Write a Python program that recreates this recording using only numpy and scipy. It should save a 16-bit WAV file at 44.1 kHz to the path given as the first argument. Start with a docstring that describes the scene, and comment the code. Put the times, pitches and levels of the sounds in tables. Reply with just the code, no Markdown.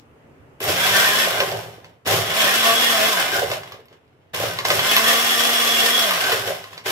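"""In a small tiled kitchen a blender on a stone counter is switched on five times, coasting after each press.
The shaft hums and whines at multiples of its speed; the blades churn the jar as surging, coloured noise.
Lumps knock the jar wall as short bursts, the loose base rumbles and lands with dull rings, the fan hisses.
Tile echoes and a faint house murmur lie behind; two microphone ports stand a few centimetres apart."""
import sys
import numpy as np
from scipy import signal
from scipy.fft import rfft, irfft, next_fast_len
from scipy.io import wavfile
from scipy.ndimage import uniform_filter1d

SR = 44100
rng = np.random.default_rng(int(sys.argv[2]) if len(sys.argv) > 2 else 0)


def unload_audio(sound):
    """Save the sound as a 16-bit wav file, at the path given as the first command line argument."""
    columns = np.transpose(np.atleast_2d(sound))
    # keep every value between -1 and 1, then stretch to whole-number steps
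    steps = np.round(np.clip(columns, -1, 1) * 32767)
    wavfile.write(sys.argv[1], SR, steps.astype(np.int16))


N = 304731

# Shaft speed while the switch is held, one table a press. Each row: time in seconds, speed in turns per s.
SHAFT_SPEED = [
    [(0.6, 50), (0.74, 145), (0.79, 188), (0.88, 200), (0.95, 196), (1.04, 202), (1.16, 209), (1.21, 225)],
    [(2.05, 61), (2.16, 123), (2.3, 162), (2.39, 223), (2.46, 194), (2.58, 224), (2.86, 235), (2.95, 225),
     (2.99, 214), (3.11, 223)],
    [(4.335, 60), (4.44, 95)],
    [(4.65, 56), (4.71, 130), (4.79, 163), (4.9, 212), (5.0, 223), (5.16, 232), (5.53, 235), (5.83, 230),
     (5.99, 236), (6.04, 224)],
    [(6.855, 57), (6.91, 120)],
]
# Drag of the coasting shaft. One value a press: share of the speed lost per turn.
COAST_DRAG = [.014, .016, .012, .012, .012]
# Load offsets, one row a press: base under power, base coasting, fan under power, fan coasting,
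# counter under power, counter coasting, all in dB added to the part levels.
PRESS_LOAD = [(1, 5.73, 1, 0, 2, 6.5), (0.21, 0.099, 0, 0.0023, 0.5, -1.5), (1, -1.5, 0, 0, 5, -2.5),
              (-0.5, -1.9, 1.5, 0, 0, -3.5), (-5.5, 0, -1, 0, -7, 0)]
# Parts under power. Each row: speed in turns per s, then base rumble, fan hiss, counter thrum, cup ring,
# lid ring and shaft hum, in dB over the churn before load offsets and trims.
POWERED_PARTS = [(50, -3, -0.62, -21, -14.5, 10.5, -21), (85, 7, 0.55, -12, -20, -13.5, -14.5),
                 (111, 9, 0.24, -8.5, -18.5, -26, -11.5), (147, 5, -1, -7, -17.5, -11.5, -15.5),
                 (173, 1.5, -5.7, -12, -14.5, 1, -17.5), (202, -13, -1.8, -24, -16, -12.5, -20),
                 (232, -4.5, -0.074, -26.5, 0, -13.5, -15.5)]
# Parts while coasting. Each row: the same columns in the same units.
COASTING_PARTS = [(50, 8, -16, 3, -25, -14, -14), (70, 7.5, -9, -2, -30, -20, -15.5),
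                  (86.4, 6.5, -3, -3.5, -25, -7, -23), (110, 8.5, -1.5, -9.5, -27, 3, -10),
                  (135, -2.5, -3.5, -17, -28, -5, -30), (155, -3, -3.5, -22.5, -24, -2.5, -22),
                  (173.5, -11, -3, -28, -22, -6, -10.5), (225, -3, 2, -35, -15.5, -7, -19)]
# Whine swells. Each row: centre in seconds, third multiple in dB, fifth multiple in dB, before the speed fade.
WHINE_SWELLS = [(0.8, -44.5, -35), (0.879, -41, -54), (0.96, -27.5, -30.5), (1.038, -39, -37),
                (1.162, -37, -32), (2.39, -36.5, -56), (2.46, -35, -50), (2.69, -21, -26.5),
                (2.949, -26, -27), (3.022, -25.5, -48), (3.11, -30.5, -25), (5.0, -29, -34),
                (5.08, -33.5, -37), (5.16, -32.5, -34), (5.25, -30, -45), (5.372, -39, -37),
                (5.47, -33, -39), (5.6, -33, -34), (5.69, -29, -40), (5.83, -34, -42), (5.9, -29, -37),
                (5.99, -33.5, -48), (6.07, -30.5, -41)]
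# Churn loudness, one table a press with its coasting. Each row: time in seconds, level in dB before the mix.
CHURN_LEVEL = [
    [(0.598, -56), (0.606, -34.5), (0.63, -33.5), (0.69, -23), (0.734, -26), (0.81, -21.5), (0.92, -19),
     (0.968, -16.5), (1.054, -20.5), (1.24, -22), (1.284, -25), (1.412, -26), (1.51, -32), (1.55, -35),
     (1.83, -56.5), (1.85, -52), (2.048, -80)],
    [(2.05, -50.5), (2.07, -23.5), (2.14, -21.5), (2.26, -29), (2.42, -18.5), (2.61, -21.5), (2.67, -19.5),
     (2.78, -23), (2.91, -20), (2.95, -22), (3.06, -19), (3.11, -24.5), (3.22, -20.5), (3.27, -27),
     (3.35, -23.5), (3.49, -33.5), (3.53, -31.5), (3.62, -43.5), (3.75, -47), (3.88, -66.5), (3.93, -54.5),
     (4.0, -70), (4.33, -70)],
    [(4.335, -38.5), (4.346, -25), (4.37, -32.5), (4.438, -26), (4.508, -31), (4.645, -38)],
    [(4.648, -32), (4.655, -24), (4.67, -28.5), (4.71, -25), (4.74, -25), (4.95, -20), (5.02, -22.5),
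     (5.09, -19), (5.16, -22), (5.71, -23), (5.85, -20.5), (5.92, -23.5), (6.2, -23), (6.32, -21.5),
     (6.45, -33.5), (6.48, -27), (6.52, -33.5), (6.7, -48.5), (6.74, -43), (6.83, -53), (6.85, -43)],
    [(6.855, -34.5), (6.861, -25.5), (6.91, -24.5)],
]
# Churn spectrum. Each row: frequency in Hz, relative density in dB per Hz.
CHURN_SPECTRUM = [(150, -59.5), (250, -3), (321, -5.5), (692, 3.5), (889, -5.5), (1140, -2), (2390, -5),
                  (3340, -6), (3900, -10), (7000, -33.5), (9100, -60), (15400, -120)]
# Blade tones. Each row: multiple of shaft speed, width in Hz, dB over the churn at full speed.
BLADE_TONES = [(2, 16, -10.5), (8, 28, -10.5), (12, 34, -11.5)]
# Resonances of jar and housing. Each row: frequency in Hz, width in Hz, relative level in dB.
JAR_MODES = [(1080, 60, 11.5), (1810, 310, 4), (2084, 74, 5), (2550, 60, -3), (2946, 80, 7.5),
             (5580, 160, -10)]
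# Cup ring swells. Each row: centre in seconds, dB over the churn before trim.
CUP_RING_SWELLS = [(0.83, 1), (0.97, -11), (1.08, -3), (1.166, -3), (1.23, 5), (2.29, -1), (2.42, 3),
                   (2.5, -3), (2.61, 3), (2.7, -9), (2.8, 6.5), (2.88, -0.5), (2.949, -8.5), (3.05, -5),
                   (4.81, -1), (4.9, 4.5), (4.98, -6), (5.07, -1), (5.17, -5), (5.3, 3), (5.45, 0),
                   (5.58, 4.5), (5.71, 1), (5.79, 4), (5.85, -15), (5.95, 10.5), (6.02, 8)]
# Lid ring swells. Each row: centre in seconds, dB over the churn before trim.
LID_RING_SWELLS = [(0.84, 4), (0.97, 7.5), (1.04, 7), (1.24, 1), (1.41, 9), (2.74, -5), (3.2, 3),
                   (3.36, 13), (6.26, 7.5), (6.479, -3)]
# Collar ring swells. Each row: centre in seconds, dB over the churn.
COLLAR_RING_SWELLS = [(0.97, -4.5), (1.08, -3.5), (1.22, -4.5), (2.5, -5.5), (2.7, -14), (2.9, -4.5),
                      (4.96, -6), (5.08, -4), (5.35, -2.5), (5.85, -10)]
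# Resonances of the base on the counter. Each row: frequency in Hz, width in Hz, relative level in dB.
BASE_MODES = [(394, 46, 3.5), (545, 470, 4), (688, 34, -23.5)]
# Resonances of the counter slab. Each row: frequency in Hz, width in Hz, relative level in dB.
COUNTER_MODES = [(85, 21, -23), (111.4, 30, 6.5), (161, 17, 1)]
# Cooling fan spectrum. Each row: frequency in Hz, relative density in dB per Hz.
FAN_SPECTRUM = [(2060, -23), (3500, -7.5), (3920, -12.5), (4870, -9.5), (5500, -4), (5860, -10),
                (9140, -13.5), (10600, -13.5), (12200, -10), (14900, -19.5), (16000, -11.5)]
# Lumps hitting the jar. Each row: start in seconds, peak of the jar rattle in dB before the low cut,
# gain of the tick in dB against that peak.
LUMP_KNOCKS = [(0.604, -19, -8), (0.64, -10, -7), (1.403, 1, -23), (1.516, -15, -24), (1.678, -39, -8),
               (1.845, -29, -35), (2.057, -17.5, -22), (3.345, -19, -8), (3.501, -17, -10),
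               (3.515, -9.5, -28), (3.634, -23, -30), (3.721, -20.5, -21), (3.856, -41, -9),
               (3.884, -37, -25), (3.91, -48, -20), (3.928, -38, -35), (4.078, -49.5, -26),
               (4.345, -16, -15), (4.588, -6, -36), (4.651, -3, -30), (4.703, -0.5, -40), (4.793, -1, -19),
               (4.965, 7, -14), (6.109, -1, -13), (6.24, -4.5, -28), (6.319, -1.5, -20), (6.471, -28, -21),
               (6.606, -39, -21), (6.641, -22, -38), (6.73, -27, -35), (6.778, -17.5, -41),
               (6.86, -28.5, -12)]
# The base landing on the counter. Each row: start in seconds, peak in dB, pitch in Hz.
BASE_LANDINGS = [(0.605, -22.5, 420), (0.657, -26, 594), (0.691, -15.5, 400), (0.849, -17, 693),
                 (1.009, -25.5, 710), (1.048, -19.5, 706), (1.273, -10.5, 610), (1.343, -17.5, 684),
                 (1.37, -17.5, 613), (1.402, -12.5, 546), (1.422, -14, 548), (1.518, -13.5, 573),
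                 (1.681, -30, 530), (1.78, -33.5, 404), (2.064, -21.5, 383), (2.086, -19.5, 560),
                 (2.146, -23.5, 594), (2.468, -15, 629.4), (3.171, -17.5, 680), (3.241, -17, 672),
                 (3.354, -14, 654), (3.419, -10.5, 510), (3.503, -17, 535), (3.563, -25, 600),
                 (3.741, -32, 520), (3.79, -39, 420), (3.911, -40, 430), (3.954, -46, 400),
                 (4.335, -32.5, 393), (4.399, -15, 585), (4.432, -14, 526), (4.646, -38, 622),
                 (4.703, -12.5, 584), (5.48, -21, 707.3), (5.832, -24, 682), (6.29, -15, 629),
                 (6.32, -15, 496), (6.473, -16, 545.4), (6.501, -13.5, 590), (6.861, -17.5, 415)]
# Kitchen echo. Each row: frequency in Hz, gain over the direct sound in dB.
ECHO_GAIN = [(60, -20.5), (300, -20.5), (700, -5), (1500, -1), (16000, -1)]
# Spectrum of the quiet kitchen. Each row: frequency in Hz, relative density in dB per Hz.
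QUIET_SPECTRUM = [(15, -51.5), (25, -16), (137, -2), (212, -36.5), (277, 6.5), (317, -22.5), (354, -7),
                  (754, -14), (818, -14), (988, -16.5), (2760, -24.5), (3820, -37), (16000, -44.5)]
# Loudness of the quiet kitchen. Each row: time in seconds, level in dB.
QUIET_LEVEL = [(0.0, -50), (0.4, -47.5), (2.0, -54), (4.3, -55)]
# Left-right likeness of the quiet kitchen. Each row: frequency in Hz, correlation from -1 to 1.
QUIET_LIKENESS = [(60, 0.78), (240, 1), (950, -0.065), (3770, -0.13), (15000, -0.11)]
# Parts heard by one port only. Each row: frequency in Hz, gain in dB before trim.
ONE_PORT_GAIN = [(60, -26.5), (300, -28.5), (700, -0.5), (1500, 8.5), (5000, 10), (16000, 13.5)]
# Colour difference of the ports. Each row: frequency in Hz, left over right in dB.
PORT_LEAN = [(60, -7.5), (180, 4), (550, -2), (1650, -0.5), (4970, 0.5), (15000, 0.0)]
# Response common to both ports. 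Each row: frequency in Hz, gain in dB.
PORT_RESPONSE = [(25, -9), (55, -12), (75, -1.5), (16000, -4)]

CUP, LID, COLLAR = (3350, 130), (1549, 210), (1830, 200)  # strong rings of the jar: (Hz, width in Hz)
WHINE_REST_DB = (-16, -16.5)  # third and fifth multiple between swells, over the churn, before the speed fade
WHINE_HALF_S, RING_HALF_S = 0.095, 0.069  # half lengths of the swells
TICK_T60_S, RATTLE_T60_S, THUD_T60_S = 0.012, 0.12, 0.13  # times to fall 60 dB
LEFT_LAG = 7  # samples by which the left port hears the source later
CEILING, EDGE_HZ = 0.95, 15650  # level where peaks round off, band limit


def motor():
    """Speed follows each press, then falls by drag; returns speed, power (0-1) and three load offsets in dB."""
    t, state = np.arange(N) / SR, np.zeros((5, N))
    for rows, load, drag in zip(SHAFT_SPEED, PRESS_LOAD, COAST_DRAG):
        s, turns = np.transpose(rows)
        held, on, since = np.interp(t, s, turns), t < s[-1], t >= s[0]
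        speed = held / (1 + drag * held * np.maximum(t - s[-1], 0))
        offsets = [np.where(on, powered, coasting) for powered, coasting in zip(load[::2], load[1::2])]
        state[:, since] = np.array([speed, on, *offsets])[:, since]
    return uniform_filter1d(state, 1500)


def parts():
    """Shaft speed sets each part's level over the churn; power blends driven and coasting values."""
    speed, power, *load_db = motor()
    fast, *driven = np.transpose(POWERED_PARTS)
    slow, *coasting = np.transpose(COASTING_PARTS)
    above = [power * np.interp(speed, fast, a) + (1 - power) * np.interp(speed, slow, b)
             for a, b in zip(driven, coasting)]
    above[:3] = np.add(above[:3], load_db)  # base, fan, counter
    return speed, curves(np.concatenate(CHURN_LEVEL))[0], above


def full(speed):
    """Shaft tones stand out only near full speed: 0 at rest, 1 from 215 turns per s."""
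    return np.clip(speed / 215, 0, 1)


def shaft(speed, churn_db, above):
    """The turning shaft gives a hum at its speed and whines at its third and fifth multiple."""
    s, *swell_db = np.transpose(WHINE_SWELLS)
    third, fifth = (amp(churn_db + rest) + swells(s, amp(db), WHINE_HALF_S)
                    for rest, db in zip(WHINE_REST_DB, swell_db))
    fuzz = steep(lumpy(28, 3.2), speed, 30)
    tone = np.sin(2 * np.pi * np.cumsum(speed) / SR)
    hum = amp(churn_db + above[5]) * evened(tone + 0.15 * fuzz)
    whines = third * whine(3 * speed, 5) + fifth * whine(5 * speed, 8)
    return full(speed) ** 3 * (hum + whines)


def whine(hz, wander):
    """A tone whose pitch wavers, by wander in Hz, amid a fuzzy skirt of noise."""
    drift = evened(uniform_filter1d(uniform_filter1d(rng.standard_normal(N), 900), 900))
    tone = np.sin(2 * np.pi * np.cumsum(hz + wander * drift) / SR)
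    return evened(tone + 0.5 * steep(rng.standard_normal(N), hz, 3 * wander))


def roar(struck, speed, churn_db, above):
    """Churn, blades, jar, base, counter and fan all rise and fall with the loudness of the churn."""
    base_db, fan_db, thrum_db, cup_db, lid_db = above[:5]
    liquid = swept_liquid(struck, speed)
    sound = churn(liquid) + blades(speed) + jar_rings(liquid, cup_db, lid_db)
    sound = sound + base_rumble(base_db) + counter_thrum(thrum_db) + fan_hiss(liquid, fan_db)
    running = np.arange(N) / SR > SHAFT_SPEED[0][0][0]
    return running * amp(churn_db) * sound


def spatter(per_s, spread_db, t60):
    """Loudness that jumps up whenever a bit of fruit is struck, then dies back over t60 seconds."""
    hits = amp(spread_db * np.minimum(rng.exponential(1, N), 3) - 8.0) * (rng.random(N) < per_s / SR)
    return 1 + signal.lfilter([1], [1, -amp(-60 / (t60 * SR))], hits)


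def swept_liquid(struck, speed):
    """Blades sweep the liquid once and twice a turn, so its noise beats with the shaft."""
    angle = 2 * np.pi * np.cumsum(speed) / SR
    beat = 1 + 0.17 * np.cos(angle) + 0.074 * np.cos(2 * angle)
    return evened(struck * beat * rng.standard_normal(N))


def churn(liquid):
    """Turbulent liquid is broad noise, coloured further by the modes of the jar."""
    return evened(evened(colour(liquid, CHURN_SPECTRUM)) + amp(-11.0) * evened(ring(liquid, JAR_MODES)))


def blades(speed):
    """Blades give narrow noise bands at multiples of the shaft speed, strong only near full speed."""
    return full(speed) ** 6 * sum(amp(db) * steep(lumpy(16, 1.4), k * speed, w) for k, w, db in BLADE_TONES)


def jar_rings(liquid, cup_db, lid_db):
    """Noise excites the cup, lid and collar resonances, each of which swells at times."""
    cup, lid = amp(cup_db) + ring_swells(CUP_RING_SWELLS), amp(lid_db) + ring_swells(LID_RING_SWELLS)
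    rings = amp(-9.0) * cup * steep(rng.standard_normal(N), *CUP)
    rings = rings + amp(-14.0) * lid * steep(liquid, *LID)
    return rings + ring_swells(COLLAR_RING_SWELLS) * steep(liquid, *COLLAR)


def base_rumble(base_db):
    """The base chatters on its feet: surging noise near 595 Hz through the base modes."""
    chatter = steep(lumpy(60, 0.8), 595, 490)
    return amp(base_db - 4.5) * evened(ring(chatter, BASE_MODES))


def counter_thrum(thrum_db):
    """The counter slab resonates to surging low noise."""
    return amp(thrum_db + 3.5) * evened(ring(steep(lumpy(25, 0.4), 110, 140), COUNTER_MODES))


def fan_hiss(liquid, fan_db):
    """The cooling fan's hiss is filtered from the churn's noise, so it shares its beating."""
    return amp(fan_db - 4.0) * evened(colour(liquid, FAN_SPECTRUM))


def knocks():
    """Each lump gives a bright tick and a short rattle through the jar wall."""
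    out, t = np.zeros(N + 4000), np.arange(4000) / SR
    fade = amp(-60 * t / TICK_T60_S) + 0.35 * amp(-60 * t / RATTLE_T60_S)
    for (s, db, treble_db), burst in zip(LUMP_KNOCKS, rng.standard_normal((len(LUMP_KNOCKS), 4000))):
        tick = amp(treble_db) * np.diff(burst, prepend=0) * fade
        jar = (ring(steep(burst, 2200, 3000), JAR_MODES) + 5.4 * steep(burst, 3000, 3000)) * fade
        out[round(s * SR):][:4000] += amp(db) * (tick + jar / abs(jar).max())
    return signal.lfilter(*signal.butter(2, 400, "high", fs=SR), out[:N])


def thuds():
    """A short dull ring each time the bouncing base lands."""
    out, t = np.zeros(N + 6000), np.arange(6000) / SR
    envelope = amp(-60 * t / THUD_T60_S) * np.minimum(t / 0.0004, 1)  # 0.4 ms attack
    for (s, db, hz), burst in zip(BASE_LANDINGS, rng.standard_normal((len(BASE_LANDINGS), 6000))):
        thud = steep(burst, hz, 180) * envelope
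        out[round(s * SR):][:6000] += amp(db) * thud / abs(thud).max()
    return out[:N]


def kitchen(x, paths=4):
    """Sparse echoes off tiles, other ones at each port, fading steadily round four sets of paths."""
    slots = np.arange(130, 14000, 20)  # samples
    at = slots + rng.integers(0, 20, (paths, 2, len(slots)))
    taps = np.zeros((paths, 2, 14100))
    np.put_along_axis(taps, at, rng.choice([-1., 1.], at.shape), 2)
    hz, t, z = signal.stft(taps, SR, nperseg=256)
    t60 = read([(200, 0.46), (2000, 0.2), (12000, 0.14)], hz)[:, None]  # (Hz, seconds)
    tails = signal.istft(z * amp(-60 * t / t60), SR, nperseg=256)[1]
    turn = (np.arange(N) / SR * 23 - np.arange(paths)[:, None]) % paths  # 23 changes of set per s
    share = np.sin(np.pi / 2 * np.minimum(turn, 2))  # squares sum to one
    echo = signal.fftconvolve((x * share)[:, None], tails / np.linalg.norm(tails[0, 0]), axes=2).sum(0)
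    return colour(echo[:, :N], ECHO_GAIN)


def quiet():
    """Faint murmur of house and street: patchy noise whose left-right likeness depends on frequency."""
    frames, hz = N // 256 + 5, np.fft.rfftfreq(1024, 1 / SR)
    a, b, c, d, patches = rng.standard_normal((frames, 513, 5)).T
    patches = evened(uniform_filter1d(uniform_filter1d(patches, 10, 0), 12, 1))
    same = np.clip(read(QUIET_LIKENESS, hz), -1, 1)[:, None]
    left = a + 1j * b
    right = same * left + np.sqrt(1 - same ** 2) * (c + 1j * d)
    z = np.array([left, right]) * amp(read(QUIET_SPECTRUM, hz)[:, None] + 1.2 * patches)
    murmur = signal.istft(z, nperseg=1024, noverlap=768)[1][:, :N]
    return amp(curves(QUIET_LEVEL)[0]) * evened(murmur)


def amp(db):
    """Amplitude of a level in dB."""
    return 10 ** (np.asarray(db) / 20)


def evened(x):
    """Scales to an rms of 1."""
    return x / np.sqrt(np.mean(x ** 2) + 1e-20)


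def read(points, hz):
    """Reads a table between its rows on a log frequency axis."""
    f, value = np.transpose(points)
    return np.interp(np.log(hz + 1), np.log(f + 1), value)


def curves(rows):
    """Turns the columns of a timed table into signals."""
    s, *columns = np.transpose(rows)
    return [np.interp(np.arange(N) / SR, s, c) for c in columns]


def colour(x, points):
    """Filters by a spectrum in dB."""
    size = next_fast_len(N)
    gain = amp(read(points, np.fft.rfftfreq(size, 1 / SR)))
    return irfft(rfft(x, size) * gain, size)[..., :N]


def resonate(x, hz, width):
    """One complex pole; for a moving pitch, shift to zero, smooth and shift back."""
    r = np.exp(-np.pi * abs(width) / SR)
    if np.isscalar(hz):
        return 2 * signal.lfilter([1 - r], [1, -r * np.exp(2j * np.pi * hz / SR)], x).real
    turn = np.exp(2j * np.pi * np.cumsum(hz) / SR)
    return 2 * (turn * signal.lfilter([1 - r], [1, -r], x * turn.conj())).real


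def steep(x, hz, width):
    """Two equal resonances in a row, for steeper skirts."""
    return evened(resonate(resonate(x, hz, width), hz, width))


def ring(x, modes):
    """Resonances side by side, each at its own level."""
    return sum(amp(db) * evened(resonate(x, hz, width)) for hz, width, db in modes)


def lumpy(per_s, depth_db):
    """Noise whose loudness surges at random."""
    span = int(SR / per_s)
    surge = evened(uniform_filter1d(uniform_filter1d(rng.standard_normal(N), span), span))
    return evened(amp(depth_db * surge) * rng.standard_normal(N))


def swells(times, heights, half_s):
    """A sum of smooth humps."""
    out = np.zeros(N)
    out[np.round(np.asarray(times) * SR).astype(int)] = heights
    return signal.oaconvolve(out, np.hanning(int(2 * half_s * SR)), "same")


def ring_swells(rows):
    """The humps of one jar ring."""
    s, db = np.transpose(rows)
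    return swells(s, amp(db), RING_HALF_S)


def scene():
    """Sound common to both ports, sound of each port alone, kitchen echo and quiet murmur."""
    struck, state = spatter(140, 1.9, 0.022), parts()
    both = amp(-4.0) * roar(struck, *state) + shaft(*state) + knocks() + thuds()
    separate = np.array([roar(struck, *state), roar(struck, *state)])
    apart = amp(-6.0) * colour(separate, ONE_PORT_GAIN)
    near = np.array([np.roll(both, LEFT_LAG), both]) + apart
    return near + kitchen(near.mean(0)) + quiet()


def record(dry):
    """The ports cut the deep bass and differ a little in colour; loud peaks round off; then the band limit."""
    hz, db = np.transpose(PORT_LEAN)
    ports = np.array([colour(dry[0], np.c_[hz, db / 2]), colour(dry[1], np.c_[hz, -db / 2])])
    rounded = CEILING * np.tanh(colour(ports, PORT_RESPONSE) / CEILING)
    band = signal.firwin(511, EDGE_HZ, window=("kaiser", 9), fs=SR)
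    return signal.oaconvolve(rounded, band[None], "same")


dry = scene()
out = record(dry)
unload_audio(out)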